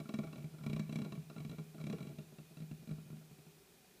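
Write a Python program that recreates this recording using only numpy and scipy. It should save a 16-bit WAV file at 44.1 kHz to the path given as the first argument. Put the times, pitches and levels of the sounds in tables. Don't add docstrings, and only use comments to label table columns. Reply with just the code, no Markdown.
import sys
import numpy as np
from scipy import signal
from scipy.fft import rfft, irfft
from scipy.io import wavfile

SR = 44100
rng = np.random.default_rng(int(sys.argv[2]) if len(sys.argv) > 2 else 0)


def int16_out(signal):
    q = np.round(np.clip(np.atleast_2d(signal).T, -1, 1) * 32767)
    wavfile.write(sys.argv[1], SR, q.astype(np.int16))


N = 176400

# start_s, boom_db, thud_db, thud_hz, clang_db, clack_db, tick_db
KNOCKS = [(0, -40.5, -43.5, 206, -45.5, -60, -55), (0.0539, -53, -44, 228, -70, -59.5, -66),
          (0.091, -68, -37, 215, -44.5, -56, -53), (0.1394, -42, -29.5, 218, -46, -58, -50),
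          (0.1875, -36.5, -28.5, 213, -41.5, -53.5, -51.5), (0.2325, -44, -51, 216, -49.5, -58.5, -63),
          (0.2382, -60, -47, 190, -45, -65, -61), (0.2702, -46.5, -63, 222, -52.5, -61, -63),
          (0.3281, -62, -48, 217, -49, -59, -57), (0.3579, -46, -42, 232, -52, -67, -61.5),
          (0.3808, -39.5, -44, 224, -51, -68, -61), (0.4022, -40.5, -52, 216, -56, -82, -67),
          (0.4232, -51.5, -49, 211.5, -58, -76, -64), (0.4417, -37, -48, 226, -54, -71, -62),
          (0.5385, -52, -49, 188, -54, -69, -78), (0.583, -56, -54, 215, -56, -65.5, -68),
          (0.6082, -44.5, -47, 211, -58, -65, -78), (0.6362, -39.5, -50, 213, -53, -60.5, -58),
          (0.6634, -34.5, -31, 214.5, -47, -59, -49), (0.6979, -35, -33.5, 209, -46.5, -62, -54.5),
          (0.731, -36.5, -32.5, 213, -50, -63, -49.5), (0.7629, -36, -39, 209, -44, -56, -51.5),
          (0.7951, -38, -29, 204.4, -48, -59, -50), (0.8935, -37, -38.5, 215, -51, -62, -56),
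          (0.925, -41, -39.5, 220, -44, -64, -51.5), (0.9567, -35.5, -32.5, 213, -50, -61, -48),
          (0.9878, -57, -29.5, 217, -46.5, -64, -55.5), (1.0173, -39, -30.5, 208.4, -58, -58.5, -54),
          (1.047, -42, -54, 226, -48, -60, -56.5), (1.0588, -47, -52, 228, -49, -74, -78),
          (1.1221, -41, -38, 206.5, -48, -56, -53.5), (1.1525, -50, -49, 221, -52.5, -81, -61),
          (1.1759, -35.5, -60, 199, -66, -74, -80), (1.2985, -52, -48, 220, -49.5, -60.5, -60.5),
          (1.3624, -45.5, -42.5, 206, -51, -59.5, -62), (1.3803, -43, -45, 208, -60, -63, -57.5),
          (1.4022, -38, -47, 203, -51, -65, -58), (1.4489, -38.5, -38, 214, -53, -65, -57),
          (1.4952, -40, -43.5, 242, -60, -66, -56.5), (1.5135, -47, -47, 226, -49, -64, -59),
          (1.5302, -42, -52, 210, -53, -66, -65), (1.5837, -43, -45, 215, -51, -60.5, -59),
          (1.5955, -41, -43.5, 204, -54, -88, -68), (1.7437, -51, -45, 212, -49.5, -68, -68),
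          (1.7809, -47, -51, 216, -61, -62, -68), (1.801, -40, -48, 232, -48.5, -64, -64),
          (1.812, -54, -59, 222, -51.5, -63.5, -57.5), (1.8392, -40.5, -37.5, 212, -60, -65, -56.5),
          (1.8676, -35, -41, 205, -45, -65, -52), (1.8987, -43.5, -30.5, 206, -47.5, -61, -52.5),
          (1.9269, -35, -51, 233, -60, -60, -52.5), (1.9305, -55, -37.5, 198, -43, -68, -64),
          (1.9839, -47, -54, 203, -51, -61, -60.5), (2.0048, -39.5, -42.5, 201, -49.5, -64, -58.5),
          (2.0268, -38, -51, 204, -59, -67, -57.5), (2.0488, -49, -49, 210, -53, -79, -69),
          (2.0698, -40.5, -42, 200, -55, -68, -60.5), (2.0906, -40, -55, 210, -53, -76, -65),
          (2.1122, -42.5, -48, 228, -55, -74, -70), (2.1852, -41.5, -43.5, 208, -48.5, -67, -57.5),
          (2.3219, -55, -52.5, 218, -56.5, -73, -84), (2.3846, -45, -49, 215, -55, -67, -62.5),
          (2.5103, -48.5, -62, 216, -59, -81, -80), (2.5694, -45, -62, 234, -55.5, -68, -61.5),
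          (2.6023, -41, -53, 209, -63, -76, -64), (2.6204, -42, -49, 205, -55.5, -74, -65),
          (2.7126, -38, -41, 216, -54, -68, -61.5), (2.8248, -47, -55, 209, -59, -83, -78),
          (2.8733, -47, -44, 224, -56, -73, -63.5), (2.891, -42, -41.5, 209.6, -75, -70, -63),
          (2.9107, -35.5, -39.5, 199, -52.5, -68, -61.5), (2.983, -44.5, -46, 213, -62, -69, -70),
          (3.0614, -46, -62, 215, -66, -74, -77), (3.102, -42, -48, 204, -67, -68, -68.5),
          (3.1282, -46, -44, 217, -55, -77, -88), (3.1669, -49, -48, 218, -65, -83, -68.5),
          (3.2133, -80, -64, 220, -62, -74, -81), (3.3113, -48.5, -53.5, 204, -65, -77, -85),
          (3.3857, -52.5, -65, 214, -61, -86, -69), (3.4652, -49.5, -64, 210, -65.5, -77, -78)]


def amp(db):
    return 10 ** (np.asarray(db) / 20)


def unit(x):
    return x / np.sqrt(np.mean(x ** 2) + 1e-20)


def read(points, hz):
    freqs, values = np.transpose(points)
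    return np.interp(np.log(hz + 1), np.log(freqs + 1), values)


def add(mix, start_s, sound):
    part = mix[max(round(start_s * SR), 0):][:len(sound)]
    part += sound[:len(part)]


def noise(spectrum, size):
    gain = amp(read(spectrum, np.fft.rfftfreq(size, 1 / SR)))
    return unit(irfft(rfft(rng.standard_normal(size)) * gain, size))


def contact(peak_s, size):
    u = np.arange(size) / SR / peak_s
    return u * np.exp(1 - u)


def ring(modes, size, detune=0):
    hz, db, t60 = np.transpose(modes)[:3, :, None]
    t = np.arange(size) / SR
    hz = hz * (1 + detune * rng.standard_normal(hz.shape))
    end_fade = np.minimum(10 * (1 - t / t[-1]), 1)
    return amp(db - 60 * t / t60) * np.sin(2 * np.pi * hz * t) * end_fade


def strike(modes, peak_s, size, tilt_db=0):
    roughness, spread_db = 6, 1.3
    rings = ring(modes, size, detune=0.007)
    push = contact(peak_s, size=SR // 50)
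    t = np.arange(len(push)) / SR
    cycles = np.transpose(modes)[0][:, None] * t + rng.random((len(modes), 1))
    drive = push * (np.sin(2 * np.pi * cycles) + roughness * rng.standard_normal(cycles.shape))
    shaken = signal.fftconvolve(rings, drive, axes=1)
    keep_energy = np.linalg.norm(rings, axis=1) / np.linalg.norm(shaken, axis=1)
    gains = keep_energy * amp(tilt_db + spread_db * rng.standard_normal(len(rings)))
    sound = gains @ shaken
    return sound / np.sqrt(np.mean(sound[:round(0.012 * SR)] ** 2))


def background():
    # frequency_hz, relative_density_db
    hiss = [(15, -55), (25, -41), (163, 4.5), (293, -4), (318, -2.5), (404, 1.5), (475, -7.5), (749, -9.5),
            (1120, -13), (2500, -14), (3930, -13.5), (5420, -15), (15000, -17.5)]
    rumble = [(15, -35), (35, -6), (52, -2), (75, -6), (150, -19), (600, -70)]
    # centre_hz, half_width_hz, level_db
    bands = [(405, 26, -78.5), (745, 19, -84.5), (2468, 71, -80.5)]
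    freqs, whirr = np.fft.rfftfreq(N, 1 / SR), np.zeros(N)
    for hz, width, db in bands:
        spectrum = rfft(rng.standard_normal(N)) / (1 + ((freqs - hz) / width) ** 2)
        whirr += amp(db) * unit(irfft(spectrum, N))
    return amp(-65) * noise(hiss, N) + amp(-82.5) * noise(rumble, N) + whirr


def kitchen(x):
    # frequency_hz, t60_s
    decay_times = [(100, 0.74), (500, 0.35), (2500, 0.59), (8000, 0.15)]
    hz, t, spectra = signal.stft(rng.standard_normal(SR // 2), SR, nperseg=256)
    envelope = amp(-60 * t / read(decay_times, hz)[:, None]) * np.minimum(t / 0.015, 1)
    tail = signal.istft(spectra * envelope, SR, nperseg=256)[1]
    return signal.fftconvolve(x, tail / np.linalg.norm(tail))[:N]


def basin_bumps():
    # start_s, level_db
    landings = [(.69, -55), (.745, -50), (.795, -60), (1.485, -57), (2.615, -62), (2.712, -59), (2.92, -53)]
    out, t = np.zeros(N), np.arange(SR // 8) / SR
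    mounting_hz = 62
    bump = contact(peak_s=0.0058, size=len(t)) * np.sin(2 * np.pi * mounting_hz * t)
    for start_s, db in landings:
        add(out, start_s, amp(db) * bump)
    return out


def foot_slaps():
    # start_s, level_db, settled_pitch_hz
    slaps = [(0.236, -48, 405), (1.057, -49.5, 405), (1.529, -51.5, 415), (1.931, -44, 455)]
    out, t = np.zeros(N), np.arange(SR // 12) / SR
    overshoot, settle_s = 0.29, 0.003
    envelope = contact(peak_s=0.0064, size=len(t))
    for start_s, db, hz in slaps:
        pitch = hz * (1 + overshoot * np.exp(-t / settle_s))
        add(out, start_s, amp(db) * envelope * np.sin(2 * np.pi * np.cumsum(pitch) / SR))
    return out


def chatter():
    # pitch_hz, level_db, t60_s
    sheet = [(276.3, 2, 0.13), (346, 1.5, .1), (412.3, -4.5, 0.35), (423, -10.5, 0.081), (483, -4.5, 0.091),
             (582.5, -4.5, 0.078), (638.3, 2, 0.056), (678, -5, 0.08), (815.7, -11, .12)]
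    # pitch_hz, level_db, t60_s, light_touch_change_db
    foot = [(1013, -5, 0.048, -8.5), (1042, -2, 0.023, -4.5), (1119, -5, 0.11, -8), (1187, -4, 0.044, -3.5),
            (1335, -7, 0.04, 6.5), (1394, -6, 0.056, 5), (1490, -20, 0.038, 1)]
    # pitch_hz, level_db, t60_s, after_pause_change_db
    bowl = [(1836, -14, 0.045, 7.5), (2273, 2.5, 0.025, -1.5), (2318, 2.5, 0.031, -3),
            (2697, -8, 0.027, 17.5), (2784, -9, 0.049, 7.5), (3312, -5.5, 0.032, -5.5),
            (3943, 2, 0.017, 7.5), (4018, -4.5, 0.023, 5), (4440, -33, 0.036, -2), (5510, -12, 0.03, -3),
            (6020, -11.5, 0.025, 2), (7000, -14, 0.015, -11), (7670, -8, .018, -9), (9600, -20, 0.013, -8)]
    # frequency_hz, relative_density_db
    friction = [(300, -20), (1500, -1), (4000, -3.5), (8000, -9.5), (12000, -18.5), (16000, -12)]
    hard_db, light_db = -53.5, -62.5
    lead_s, pause_s = 0.001204, 0.055
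    out, previous_s = np.zeros(N), 0
    for start_s, *_, clang_db, clack_db, tick_db in KNOCKS:
        touch_s = start_s - lead_s
        lightness = np.clip((hard_db - tick_db) / (hard_db - light_db), 0, 1)
        after_pause = start_s - previous_s > pause_s
        previous_s = start_s
        clang = strike(sheet, peak_s=0.0021, size=SR // 6)
        clack = strike(foot, peak_s=0.0023, size=SR // 12, tilt_db=lightness * np.array(foot)[:, -1])
        tick = strike(bowl, peak_s=0.0018, size=SR // 25, tilt_db=after_pause * np.array(bowl)[:, -1])
        scrape = 2 * contact(peak_s=0.003, size=1024) * noise(friction, size=1024)
        add(out, touch_s, amp(clang_db - 6.5) * clang)
        add(out, touch_s, amp(clack_db - 2.5) * clack)
        add(out, touch_s, amp(tick_db - 4.5) * tick)
        add(out, touch_s, amp(tick_db - 13) * scrape)
    return out


def basin_boom():
    # pitch_hz, level_db, t60_s
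    floor = [(85.4, -12, 0.33), (155.86, 2, 0.33)]
    # pitch_ratio, level_db, t60_s
    patch = [(0.998, 0, .12), (1.218, -29.5, 0.3)]
    lag_s = 0.00088
    out, boom = np.zeros(N), ring(floor, size=SR // 3).sum(0)
    for start_s, boom_db, thud_db, thud_hz, *_ in KNOCKS:
        thud = ring(np.array(patch) * [thud_hz, 1, 1], size=SR // 3).sum(0)
        add(out, start_s + lag_s, amp(boom_db) * boom + amp(thud_db) * thud)
    low_cut = signal.butter(3, 125, "high", fs=SR, output="sos")
    return amp(-1.5) * signal.sosfilt(low_cut, out)


def scene():
    boom = basin_boom() + basin_bumps()
    rattle = chatter() + foot_slaps()
    reverberation = kitchen(amp(-13) * rattle + amp(-15) * boom)
    return (boom + rattle + reverberation + background())[None]


def record(dry):
    cutoff_hz = 15450
    low_pass = signal.firwin(1023, cutoff_hz, window=("kaiser", 9), fs=SR)
    return signal.oaconvolve(dry, low_pass[None], "same")


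dry = scene()
out = record(dry)
int16_out(out)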